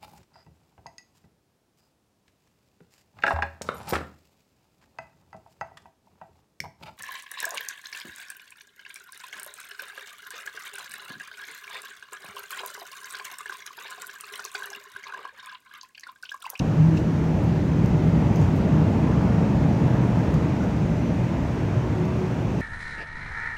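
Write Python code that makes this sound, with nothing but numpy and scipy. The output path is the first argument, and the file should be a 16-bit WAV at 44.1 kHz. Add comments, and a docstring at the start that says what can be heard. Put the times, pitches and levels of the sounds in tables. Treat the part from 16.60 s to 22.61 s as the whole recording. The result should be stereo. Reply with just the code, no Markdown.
"""Traffic rumbles through the deck of a road viaduct, over a covered football pitch at night.
The place is heard by a small camera with two microphone ports, beside the goal. The rumble is shaped noise that
swells once as a vehicle crosses; a lighter car follows, heard only by its tyres. Engine notes are drifting tones
blurred by random echoes, and far knocks are short booms. Close by, a sole scrapes as ringing noise,
shoes scuff the turf as grainy noise, and small sharp ticks strike treble resonances."""
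import sys
import numpy as np
from scipy import signal
from scipy.fft import rfft, irfft, next_fast_len
from scipy.io import wavfile
from scipy.ndimage import uniform_filter1d, map_coordinates

SR = 44100
rng = np.random.default_rng(int(sys.argv[2]) if len(sys.argv) > 2 else 0)


def dump_mix(stems):
    """Bounce the given channels to the path in sys.argv[1] as a 16-bit WAV at rate SR."""
    frames = np.atleast_2d(stems).T  # one column per channel
    limited = np.clip(frames, -1, 1)  # hard clip at full scale
    pcm = np.round(limited * 32767).astype(np.int16)
    wavfile.write(sys.argv[1], SR, pcm)


N = 265032  # length in samples
TOP_HZ = 15760  # the camera's band limit


def amp(db):
    """Decibels to gain."""
    return 10 ** (np.asarray(db) / 20)


def unit(x):
    """Scale to rms 1."""
    return x / np.sqrt(np.mean(x ** 2) + 1e-20)


def along(points, hz):
    """Read a curve of (Hz, value) points on a log frequency axis."""
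    point_hz, values = np.transpose(points)
    return np.interp(np.log(hz + 1), np.log(point_hz + 1), values)


def clock():
    """The time of every sample in seconds."""
    return np.arange(N) / SR


def wobble(rate):
    """A smooth random curve with this many knots a second."""
    knots = rng.standard_normal(int(N * rate / SR) + 4)
    return map_coordinates(knots, [clock() * rate])


def swell(s, half):
    """A bell-shaped rise and fall around time s."""
    return np.exp(-.5 * ((clock() - s) / half) ** 2)


def filtered(x, response):
    """Multiply the spectrum of x by a response of frequency."""
    m = next_fast_len(N + 8192)
    spectrum = rfft(x, m) * response(np.fft.rfftfreq(m, 1 / SR))
    return irfft(spectrum, m)[..., :N]


def panned(pan_db):
    """Left and right gains for a left-minus-right level difference."""
    return amp([[pan_db / 2], [-pan_db / 2]])


def diffuse(spectrum, patchy_db):
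    """Stereo noise of rms 1 arriving from all sides, with patches of random gain."""
    # How alike the two ports hear; long waves reach both alike.
    # Each row: frequency in Hz, left-right likeness (1 is identical, negative is opposed).
    alike = [(60, 0.96), (83, 0.95), (110, 0.97), (160, 0.97), (220, 0.94), (300, 0.91), (420, 0.62),
             (580, 0.63), (810, 0.21), (1120, -0.016), (1540, -0.28), (2140, -0.024), (2960, 0.02),
             (4090, -0.16), (5660, 0.0012), (7830, -0.092), (10800, -0.05), (15000, -0.04)]
    noise = signal.stft(rng.standard_normal((2, N)), nperseg=1024)[2]
    field = rng.standard_normal(noise.shape[1:])
    field = uniform_filter1d(field, size=8, axis=0)  # smooth over frequency
    field = uniform_filter1d(field, size=12, axis=1)  # smooth over time
    pair = signal.istft(noise * amp(patchy_db * unit(field)), nperseg=1024)[1][:, :N]

    def mid_side(hz):
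        turn = np.arccos(np.clip(along(alike, hz), -1, 1)) / 2
        return amp(along(spectrum, hz)) * [np.cos(turn), np.sin(turn)]

    mid, side = filtered(pair, mid_side)
    return unit(np.array([mid + side, mid - side]))


def hum(hz, drift_hz, echo_db):
    """A drifting tone plus its many reflections, which beat with it in uneven lumps."""
    phase = 2 * np.pi * np.cumsum(hz + drift_hz * wobble(14)) / SR
    echoes = unit(wobble(19)) * np.sin(phase) + unit(wobble(23)) * np.cos(phase)
    return unit(np.sin(phase) + amp(echo_db) * echoes / np.sqrt(2))


def ringing(modes, stroke):
    """Rough contact as noise bands at the resonances (Hz, width Hz, dB), following the stroke's strength."""
    out = np.zeros((2, len(stroke)))
    for hz, width, db in modes:
        mode = signal.butter(2, [hz - width / 2, hz + width / 2], "bandpass", fs=SR, output="sos")
        # reversed, so the filter's quiet start falls at the end
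        band = signal.sosfilt(mode, rng.standard_normal(out.shape))[:, ::-1]
        out += amp(db) * np.array([unit(stroke * port) for port in band])
    return unit(out) * np.sqrt(np.mean(stroke ** 2))


def distance_db(lag):
    """Level of the crossing vehicle against its closest moment: it falls as one over the distance."""
    closest_s, distance_m, speed_m_per_s = 2.39, 18.7, 16.8
    along_road = speed_m_per_s * (clock() - closest_s - lag)
    return 20 * np.log10(distance_m / np.hypot(distance_m, along_road))


def traffic():
    """The deck rumbles; bodies, tyre roar and hiss lie above it as diffuse noise, and all swell with the crossing."""
    # Spectra of the four layers. Each row: frequency in Hz, relative level in dB per Hz.
    deck_spectrum = [(12, -42.5), (30, -28), (48, -8.5), (65, -1), (90, -1.5), (122, 3), (150, -1.5),
                     (200, -11.5), (400, -48), (900, -120)]
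    body_spectrum = [(40, -84), (100, -18), (150, -2.5), (185, 1), (225, -3.5), (255, -5.5), (305, -6),
                     (345, -10.5), (420, -17), (600, -27.5), (2500, -120)]
    tyre_spectrum = [(100, -69), (250, -21.5), (450, 2.5), (520, -1), (610, 1), (730, -3), (900, -2),
                     (1100, -7), (1500, -10), (2000, -15), (3000, -30.5), (9000, -100)]
    hiss_spectrum = [(300, -69), (900, -22), (1650, -3.5), (2550, 0), (3000, -4.5), (4000, -9.5),
                     (5500, -14), (7200, -17.5), (9000, -21.5), (10800, -28), (12000, -27.5), (13500, -31),
                     (15700, -30.5)]
    # level in dB at the closest moment, share of the distance loss that the layer follows
    deck_db, deck_follows = -23.5, 0.32
    body_db, body_follows = -22, 0.7
    # off the span; the hiss also follows distance, late because tyres throw it backwards
    tyre_db, tyre_span_db = -34, 3
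    hiss_db, hiss_span_db, hiss_follows, hiss_lag_s = -45.5, 0.8, 0.054, 0.72
    span_on_s, span_off_s, span_ramp_s = 1.42, 3.96, 0.12  # the vehicle is on the span overhead

    def past(s):
        return .5 + .5 * np.tanh((clock() - s) / (2 * span_ramp_s))

    on_span = past(span_on_s) - past(span_off_s)
    deck_level = deck_db + deck_follows * distance_db(0)
    body_level = body_db + body_follows * distance_db(0)
    tyre_level = tyre_db + tyre_span_db * on_span
    hiss_level = hiss_db + hiss_span_db * on_span + hiss_follows * distance_db(hiss_lag_s)
    deck = amp(deck_level) * diffuse(deck_spectrum, patchy_db=0.5)
    body = amp(body_level) * diffuse(body_spectrum, patchy_db=0.26)
    tyres = amp(tyre_level) * diffuse(tyre_spectrum, patchy_db=0.94)
    hiss = amp(hiss_level) * diffuse(hiss_spectrum, patchy_db=0.9)
    return deck + body + tyres + hiss


def car():
    """The following lighter car's tyres swish by as a bell-shaped swell of noise in the middle treble."""
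    # The swish's colour. Each row: frequency in Hz, relative level in dB per Hz.
    tyre_colour = [(500, -45), (1000, -12), (1400, 6.5), (2400, 2), (3500, -19.5), (8000, -60.5)]
    passing_s, half_s, peak_db = 4.88, 0.87, -46
    return amp(peak_db) * swell(passing_s, half_s) * diffuse(tyre_colour, patchy_db=-2.0)


def engines():
    """A heavy engine's drone wavers, surges and draws away; other notes come and go in the rumble."""
    # Surges of the heavy drone. Each row: centre in seconds, peak level in dB, half length in seconds.
    surge_rows = [(0.233, -17, 0.049), (0.896, -26, .025), (0.973, -23, 0.016), (1.147, -26, 0.023),
                  (1.469, -21, 0.018), (1.546, -23, .018), (2.183, -22.5, 0.043), (2.484, -19, 0.024),
                  (2.662, -30, 0.025), (2.8, -29, 0.03), (2.992, -28, 0.022), (3.755, -26, 0.031),
                  (4.337, -29, .06)]
    # Other engines' notes that swell briefly under the roof.
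    # Each row: centre in seconds, frequency in Hz, peak level in dB, half length in seconds.
    hum_rows = [(0.364, 314.6, -28.5, 0.05), (1.2, 367.5, -43, 0.31), (1.24, 120.5, -25, 0.11),
                (3.424, 122.3, -24.5, 0.085), (3.46, 372, -36.5, .05), (4.66, 327, -35.5, 0.093),
                (5.13, 103.4, -31.5, 0.15), (5.56, 368.3, -35, 0.26)]
    # The roof's smeared answer to the drone. Each row: frequency in Hz, relative level in dB per Hz.
    echo_spectrum = [(120, -64.5), (148, -11), (160, 7.5), (172, -8.5), (210, -64.5)]
    drone_hz, drone_db, leaves_s, fade_db_per_s = 160.1, -29, 0.71, 2.16
    roof_db = -4.5  # the roof's answer against the drone
    whine_hz, whine_db = 370.6, -46.5  # a far, higher hum

    drone = amp(drone_db - fade_db_per_s * np.maximum(clock() - leaves_s, 0))
    surges = sum(amp(db) / (1 + ((clock() - s) / half) ** 6) for s, db, half in surge_rows)
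    out = (drone + surges) * hum(drone_hz, drift_hz=3.78, echo_db=-10.5)
    out = out + amp(roof_db) * drone * diffuse(echo_spectrum, patchy_db=1.5)
    out += amp(whine_db) * hum(whine_hz, drift_hz=4.0, echo_db=8.0)
    for s, hz, db, half in hum_rows:
        out += amp(db) * swell(s, half) * hum(hz, drift_hz=.011 * hz, echo_db=-3)
    return out


def thuds(t60=0.33, attack=0.0061):
    """Each dull far knock is a short decaying boom, rounded by the roof's echoes; times in seconds."""
    # Each row: start in seconds, level in dB ahead of attack and decay, frequency in Hz.
    knocks = [(1.766, -14, 122), (1.824, -18.5, 105), (3.235, -13, 132)]
    out = np.zeros(N)
    for s, db, hz in knocks:
        age = np.maximum(clock() - s, 0)
        envelope = amp(db - 60 * age / t60) * (1 - np.exp(-age / attack))
        out += envelope * hum(hz, drift_hz=21.77, echo_db=-2.0)
    return out


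def ticks(tail_db=-21, tail_t60=.06):
    """A tiny hard contact strikes a few broad treble resonances once; a faint scatter follows."""
    # Small near contacts. Each row: start in seconds, level in dB, brightness in dB per octave,
    # left minus right in dB at the ports, ahead of the right port's own colour.
    contacts = [(1.2594, -42.5, -1.5, -1), (1.2613, -46, -2, -7), (1.2775, -55, 4.5, 3), (1.661, -56, 4, 2),
                (1.7586, -45.5, 1, -9), (1.7603, -41, 1.5, -7.5), (1.7704, -46, -13, -9.5),
                (1.961, -52.5, 6.5, -5), (3.7415, -51, 0.5, -5), (3.745, -52, 0, -5), (5.454, -50, -2, -10)]
    # The resonances. Each row: frequency in Hz, width in Hz, level in dB ahead of the brightness.
    resonances = [(4960, 900, -3), (6240, 960, 0), (9000, 4500, -2), (13700, 2000, -3)]
    out = np.zeros((2, N + SR))
    t = np.arange(SR // 8) / SR
    for s, db, bright_db, pan_db in contacts:
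        modes = [(hz, width, level + bright_db * np.log2(hz / 6000)) for hz, width, level in resonances]
        click = np.zeros(len(t))
        for hz, width, level in modes:
            age = np.pi * width * t  # in decay times
            click += amp(level) * age * np.exp(1 - age) * np.sin(2 * np.pi * (hz * t + rng.random()))
        scatter = ringing(modes, amp(tail_db - 60 * t / tail_t60))
        out[:, round(s * SR):][:, :len(t)] += amp(db) * panned(pan_db) * (click + scatter)
    return out[:, :N]


def scuffs(grain_db=4):
    """A sole brushes the plastic grass: a short swish of coloured noise with grainy random gain."""
    # Each row: centre in seconds, level in dB, half length in seconds, tilt in dB per octave,
    # left minus right in dB at the ports, ahead of the right port's own colour.
    strokes = [(0.372, -54, 0.022, 1.5, -3), (0.847, -62, .016, 15, 3.5), (1.285, -66.5, 0.018, 17.5, -0.5),
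               (1.826, -55.5, 0.045, 3.5, -3), (1.967, -61, 0.026, 13, 0.5), (3.742, -49.5, .003, 3.5, -4),
               (4.037, -52, .012, -0.5, -0.5)]
    # The turf's colour ahead of the tilt. Each row: frequency in Hz, relative level in dB per Hz.
    turf = [(1000, -33), (2100, -4.5), (2700, 0.5), (3500, -4), (5200, -4), (7000, -4), (9000, -13),
            (10500, -15), (15700, -23)]
    out = np.zeros((2, N))
    for s, db, half, tilt_db, pan_db in strokes:
        def colour(hz):
            tilt = tilt_db * np.log2(hz / 5000 + 0.0013)  # the offset keeps 0 Hz finite
            return amp(along(turf, hz) + tilt) * (hz < TOP_HZ)

        stroke = swell(s, half)
        brush = filtered(rng.standard_normal((2, N)), colour)
        swish = stroke * brush * amp(grain_db * wobble(690))
        out += amp(db) * panned(pan_db) * unit(swish) * np.sqrt(np.mean(stroke ** 2))
    return out


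def scrape(grain_db=3.0):
    """A rubber sole catches and scrapes: a brief, rough stroke of noise in its few narrow resonances."""
    # The sole's resonances. Each row: frequency in Hz, width in Hz, relative level in dB.
    sole = [(1900, 550, -3), (2660, 330, 6.5), (3900, 1200, -1), (5300, 1100, -5.5), (6400, 1100, -12),
            (8830, 350, -14)]
    centre_s, half_s = 0.375, 0.0048
    level_db, pan_db = -36.5, 3.5
    stroke = swell(centre_s, half_s) * unit(amp(grain_db * wobble(600)))
    return amp(level_db) * panned(pan_db) * ringing(sole, stroke)


def scene():
    """Near sounds lie on top of the far field; the right port adds its own colour, which rings in the treble."""
    # Each row: frequency in Hz, gain of the right port against the left in dB.
    right_port = [(60, 0.5), (700, 0.95), (3000, 0.53), (4000, 2), (5000, 3), (6000, 7), (6800, 6),
                  (8000, 0.5), (10000, -2), (11500, 0), (12800, 3.5), (15000, 1.5)]
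    far = traffic() + car() + engines() + thuds()
    near = ticks() + scuffs() + scrape()
    left, right = far + near
    return np.array([left, filtered(right, lambda hz: amp(along(right_port, hz)))])


def record(dry):
    """The camera keeps nothing above its band limit."""
    return filtered(dry, lambda hz: hz < TOP_HZ)


dry = scene()
out = record(dry)
dump_mix(out)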